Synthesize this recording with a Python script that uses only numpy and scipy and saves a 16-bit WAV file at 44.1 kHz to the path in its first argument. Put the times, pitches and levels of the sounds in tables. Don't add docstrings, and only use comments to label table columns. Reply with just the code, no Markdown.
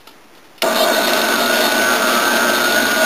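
import sys
import numpy as np
from scipy import signal
from scipy.fft import rfft, irfft
from scipy.io import wavfile
from scipy.ndimage import uniform_filter1d, map_coordinates

SR = 44100
rng = np.random.default_rng(int(sys.argv[2]) if len(sys.argv) > 2 else 0)


def decibels_to_gain(level_db):
    exponent = np.asarray(level_db, float) / 20
    return 10 ** exponent


def persist_wave(psi):
    counts = np.round(np.clip(psi, -1, 1) * 32767).astype(np.int16)
    wavfile.write(sys.argv[1], SR, np.atleast_2d(counts).T)


N = 134505
T = np.arange(N) / SR
START_S = 0.619


def level(x, db):
    return x * decibels_to_gain(db) / np.sqrt(np.mean(x ** 2))


def column(table, index):
    rows = np.array(table, float)
    return np.interp(T, rows[:, 0], rows[:, index])


def coloured(x, points):
    hz, db = np.array(points, float).T
    f = np.maximum(np.arange(len(x) // 2 + 1) * SR / len(x), 1)
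    gain = decibels_to_gain(np.interp(np.log(f), np.log(hz), db))
    return irfft(rfft(x) * gain, len(x))


def ring(x, hz, t60):
    r = np.exp(-np.log(1000) / (t60 * SR))
    w = 2 * np.pi * hz / SR
    return signal.lfilter([0, np.sin(w)], [1, -2 * r * np.cos(w), r * r], x)


def walk(rate):
    k = int(SR / rate)
    steps = np.repeat(rng.standard_normal(N // k + 1), k)
    smooth = uniform_filter1d(uniform_filter1d(steps, k), k)
    return 1.234 * smooth[:N]


def resonances(table, flicker_db):
    out = np.zeros(N)
    for hz, width, db in table:
        t60 = np.log(1000) / (np.pi * width)
        shaken = ring(rng.standard_normal(N), hz, t60)
        out += level(shaken, db) * decibels_to_gain(flicker_db * walk(15))
    return out


# f/Hz, relative level/dB per Hz
KITCHEN_COLOUR = [(18, -56), (30, -28.5), (178, -13), (210, -8.5), (242, -8), (291, -3.5), (412, -7.5),
                  (1660, -13), (4000, -21.5), (5200, -53), (8800, -120)]


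def kitchen_noise():
    noise = coloured(rng.standard_normal(N), KITCHEN_COLOUR)
    return level(noise, -47) * decibels_to_gain(1.5 * walk(21))


# f/Hz, relative level/dB, t60/s
PLASTIC = [(228, -19, 0.036), (650, -15.5, 0.035), (902, -1, 0.033), (1383, -5, 0.031), (2100, -12, .015),
           (2530, -9, 0.01), (2820, -1.5, .015), (3026, 0, 0.017), (3430, -1, 0.013), (3730, -3, 0.02),
           (3830, -11, 0.0099)]
# t/s, relative level/dB, fade time constant/s, treble tilt of the ringing/dB per octave
BUTTONS = [(.002, -44.5, .02, 4), (0.07, -27, 0.01, 1.5), (.091, -35.5, 0.0046, 1.3),
           (.105, -42, 0.018, 3.5), (.35, -43.5, 0.019, 4), (.372, -41, 0.011, 2.5), (0.441, -38, 0.018, 0),
           (0.556, -43.5, .015, 0), (0.578, -39, 0.016, 6), (0.6194, -13, 0.0041, 7)]


def buttons():
    contact_rise_s = 0.0012
    crack_db = 19
    out = np.zeros(N)
    for s, db, length, tilt_db in BUTTONS:
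        rise = np.clip((T - s) / contact_rise_s, 0, 1)
        fade = np.exp(-np.maximum(T - s, 0) / length)
        scrape = rng.standard_normal(N) * rise * fade / np.sqrt(length * SR)
        out += decibels_to_gain(db + crack_db) * signal.lfilter([1, -1], [1], scrape)
        for hz, mode_db, t60 in PLASTIC:
            tilt = tilt_db * np.log2(hz / 1000)
            out += decibels_to_gain(db + mode_db + tilt) * ring(scrape, hz, t60)
    return out


def kitchen_echo(dry):
    t60_s, echo_db = 0.3, -17
    t = T[:SR // 2]
    tail = rng.standard_normal(len(t)) * np.exp(-np.log(1000) * t / t60_s) * (t > 0.004)
    tail = tail / np.sqrt(np.sum(tail ** 2))
    return decibels_to_gain(echo_db) * signal.fftconvolve(dry, tail)[:N]


def motor_phase():
    waver_hz = 4.5
    hz = column(WHINE, index=1) + waver_hz * walk(25.15)
    return 2 * np.pi * np.cumsum(hz) / SR


def mains_phase():
    pulse_hz = 120
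    return 2 * np.pi * pulse_hz * T


# t/s, whine f/Hz, then the middle level/dB of the lines
WHINE = [(.62, 1306, -59, -44, -33, -32, -33), (.78, 1319, -48, -35.5, -37, -55, -34),
         (.885, 1328, -34, -42, -43, -40, -27), (.94, 1339, -48, -54, -40, -29, -28.5),
         (1.02, 1366, -42, -51, -33, -43, -26), (1.16, 1391, -46, -34, -29, -33, -23),
         (1.26, 1393, -35, -36, -32, -45, -31), (1.34, 1395, -46, -32, -31, -27, -23.5),
         (1.42, 1421, -47, -42, -25.5, -25, -40), (1.5, 1442, -60, -40, -25, -19, -32),
         (1.62, 1463, -40, -29, -60, -25.5, -27.5), (1.7, 1475, -41, -34, -53, -24, -38),
         (1.78, 1492, -38, -48, -36, -18, -35), (1.9, 1517, -25.5, -29, -20.5, -24, -27),
         (1.98, 1519, -36, -29, -27.5, -24, -37), (2.06, 1522, -32, -25.5, -21.5, -28, -31),
         (2.18, 1539, -25.5, -20.5, -24.5, -25, -32.5), (2.32, 1548, -37, -28.5, -27, -21.5, -31.5),
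         (2.42, 1555, -39, -25, -18, -23, -32), (2.54, 1540, -37, -28.5, -28, -21.5, -41),
         (2.64, 1556, -38, -25, -16, -30, -30), (2.7, 1564, -38, -29, -19.5, -37, -48),
         (2.78, 1578, -39, -46, -19.5, -28, -30), (2.86, 1586, -38, -41, -22.5, -30, -36),
         (2.94, 1563, -28, -49, -19.5, -29, -41), (3.05, 1574, -40, -44, -18.5, -28, -49)]


def whine(phase):
    flicker_db = 1.5
    out = np.zeros(N)
    for k in range(5):
        db = column(WHINE, index=k + 2) + flicker_db * walk(45)
        side = (k - 3) * mains_phase()
        out += decibels_to_gain(db) * np.sin(phase + side + 2 * np.pi * rng.random())
    return out


# multiple of the mains pulse, middle level/dB
HUM = [(2, -35), (3, -35), (7, -36), (12, -37)]


def mains_hum():
    out = np.zeros(N)
    for k, db in HUM:
        tone = np.sin(k * mains_phase() + 2 * np.pi * rng.random())
        out += decibels_to_gain(db + 3.6 * walk(8)) * tone
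    return out


# t/s, middle f/Hz, middle level/dB
RUN_UP = [(.63, 1900, -57), (.68, 2080, -48), (.74, 2700, -52), (.775, 3000, -32), (.82, 3180, -28),
          (.86, 3260, -32), (.91, 3330, -37), (.97, 3400, -55), (1.05, 3420, -80)]


def run_up():
    hz = column(RUN_UP, index=1) + 25 * walk(80)
    db = column(RUN_UP, index=2) + 2.5 * walk(73)
    return decibels_to_gain(db) * np.sin(2 * np.pi * np.cumsum(hz) / SR)


LOAD = [(.63, -30, -14.5, -33, -39, -68), (.652, -32, -14.5, -33, -34, -71),
        (.73, -33, -19.5, -31, -30, -66), (.755, -27, -22, -21, -26, -69),
        (.8, -30.5, -15.5, -20, -23, -77), (.84, -36, -17.5, -21, -31, -56),
        (.88, -30.5, -17, -27, -14.5, -55), (.96, -30, -17.5, -19.5, -26.5, -68),
        (1.1, -24.5, -22, -26, -26.5, -62), (1.25, -25.5, -21.5, -30, -23, -53),
        (1.33, -25.5, -19.5, -22, -16, -49.5), (1.45, -27.5, -22, -25, -35, -47),
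        (1.65, -24, -21.5, -20.5, -35.5, -49.5), (1.85, -24.5, -22, -39, -27, -46.5),
        (2.07, -24, -24.5, -29.5, -28, -61), (2.25, -25, -22.5, -25, -33, -54),
        (2.4, -25.5, -22.5, -33, -30.5, -57.5), (2.55, -26, -30.5, -24.5, -32.5, -47),
        (2.7, -26, -23, -23.5, -32, -52), (2.85, -24.5, -27.5, -27.5, -27, -48),
        (3.05, -25, -18, -30, -31, -55)]


def shaft_tone(phase):
    db = column(LOAD, index=5) + 3 * walk(20)
    return decibels_to_gain(db) * np.sin(phase / 14 + 0.8 * walk(12))


def motor():
    phase = motor_phase()
    tones = whine(phase) + mains_hum() + run_up() + shaft_tone(phase)
    return np.sqrt(2) * tones


# f/Hz, relative level/dB per Hz
CHURN_COLOUR = [(18, -50), (30, -39), (54, -29), (145, -17), (237, 0.5), (496, -5.5), (621, 6.5),
                (778, -8.5), (1470, -9), (1730, -6.5), (4000, -2.5), (5200, -24), (8800, -120)]


def churn():
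    grit = rng.standard_normal(N) * decibels_to_gain(1.77 * walk(250) + 1.05 * walk(20))
    return level(coloured(grit, CHURN_COLOUR), 4.5) * decibels_to_gain(column(LOAD, index=1))


# f/Hz, width/Hz, relative level/dB
HOUSING = [(165, 13, -42), (224, 19, -30.5), (283, 20, -32), (352, 18, -34), (420, 69, -31.5),
           (564, 20, -35.5), (734, 47, -39), (880, 33, -31.5), (937, 57, -31), (1175, 87, -29.5),
           (1440, 83, -31.5), (1620, 180, -34.5), (1893, 54, -37), (2268, 52, -37.5), (2738, 32, -38.5)]
# f/Hz, width/Hz, level/dB over the load curve
DRONE = [(634, 24, -3), (683, 24, -6)]
# f/Hz, width/Hz, level/dB over the load curve
UPPER_RING = [(1504, 40, -2)]


def housing():
    fade_db = 1.0 - 1.0 * (T - START_S)
    body = resonances(HOUSING, flicker_db=1.0) * decibels_to_gain(fade_db)
    drone = resonances(DRONE, flicker_db=1.0) * decibels_to_gain(column(LOAD, index=2))
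    upper = resonances(UPPER_RING, flicker_db=2.5) * decibels_to_gain(column(LOAD, index=4))
    return body + drone + upper


# f/Hz, relative level/dB, t60/s
JAR = [(2730, -14.5, 0.1), (3000, -16.5, 0.023), (3320, -16.5, 0.037), (3600, -7.5, .04), (3685, -3, 0.052),
       (3817, -11.5, 0.054), (3900, -9, 0.046)]
# t/s, relative level/dB
CHUNKS = [(0.7288, -18), (0.7472, -13), (0.7622, -9.5), (0.7916, -11), (0.8305, -10.5), (0.9118, -20),
          (0.9273, -18), (0.9483, -9.5), (0.9667, -9), (1.046, -8), (1.074, -10), (1.0919, -14),
          (1.1343, -6), (1.1688, -9), (1.1922, -7), (1.2157, -10), (1.3608, -11), (1.4137, -21),
          (1.4267, -10), (1.4586, -9), (1.5459, -15), (1.5908, -15), (1.6567, -21), (1.723, -15),
          (1.7804, -10), (1.8757, -13), (1.9186, -20), (1.9375, -12), (2.0074, -22), (2.0652, -14),
          (2.151, -12), (2.2393, -19), (2.2753, -18), (2.3451, -26), (2.4404, -22), (2.5656, -10),
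          (2.6145, -15.5), (2.7237, -10), (2.7631, -27), (2.8604, -21), (2.9303, -21), (2.9642, -19),
          (2.9916, -25), (3.0161, -15)]


def jar():
    bits_per_s, bits_spread_db, bits_db = 1100, 1, -1
    chunk_db, chunk_spread_db = -6, 1.9
    out = np.zeros(N)
    hits = rng.random(N) < bits_per_s / SR
    hail = hits * decibels_to_gain(bits_spread_db * rng.exponential(size=N) + 1.4 * walk(40))
    share = rng.standard_normal((len(CHUNKS), len(JAR)))
    for k, (hz, db, t60) in enumerate(JAR):
        rattle = ring(hail * rng.standard_normal(N), hz, t60)
        out += level(rattle, db + bits_db) * decibels_to_gain(column(LOAD, index=3))
        blows = np.zeros(N)
        for (s, knock_db), own in zip(CHUNKS, share[:, k]):
            blows[int(s * SR)] = decibels_to_gain(knock_db + chunk_db + chunk_spread_db * own)
        out += decibels_to_gain(db) * ring(blows, hz, t60)
    return out


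def scene():
    rise_s, bass_cut_hz = 0.011, 205
    on = np.clip((T - START_S) / rise_s, 0, 1)
    body = on * (churn() + housing() + jar()) + buttons()
    bass_cut = signal.butter(5, bass_cut_hz, "high", fs=SR, output="sos")
    dry = on * motor() + signal.sosfilt(bass_cut, body)
    return (dry + kitchen_echo(dry) + kitchen_noise())[None]


def roll_off(x):
    return signal.sosfilt(signal.butter(12, 15750, fs=SR, output="sos"), x)


def record(dry):
    camera_hz, steps, top_hz = 8001.46, 128, 15480
    low_pass = signal.butter(12, 1.03 * camera_hz / 2, fs=SR, output="sos")
    x = signal.sosfiltfilt(low_pass, dry[0])
    ticks = np.arange(int(N * camera_hz / SR) + 1)
    sampled = map_coordinates(x, [ticks * SR / camera_hz], mode="mirror")
    stored = np.clip(np.floor(steps * sampled), -steps, steps - 1) / steps
    held = stored[(T * camera_hz).astype(int)]
    top_cut = signal.ellip(10, 0.1, 40, top_hz, fs=SR, output="sos")
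    mix = signal.sosfiltfilt(top_cut, held)[None]
    return roll_off(mix)


dry = scene()
out = record(dry)
persist_wave(out)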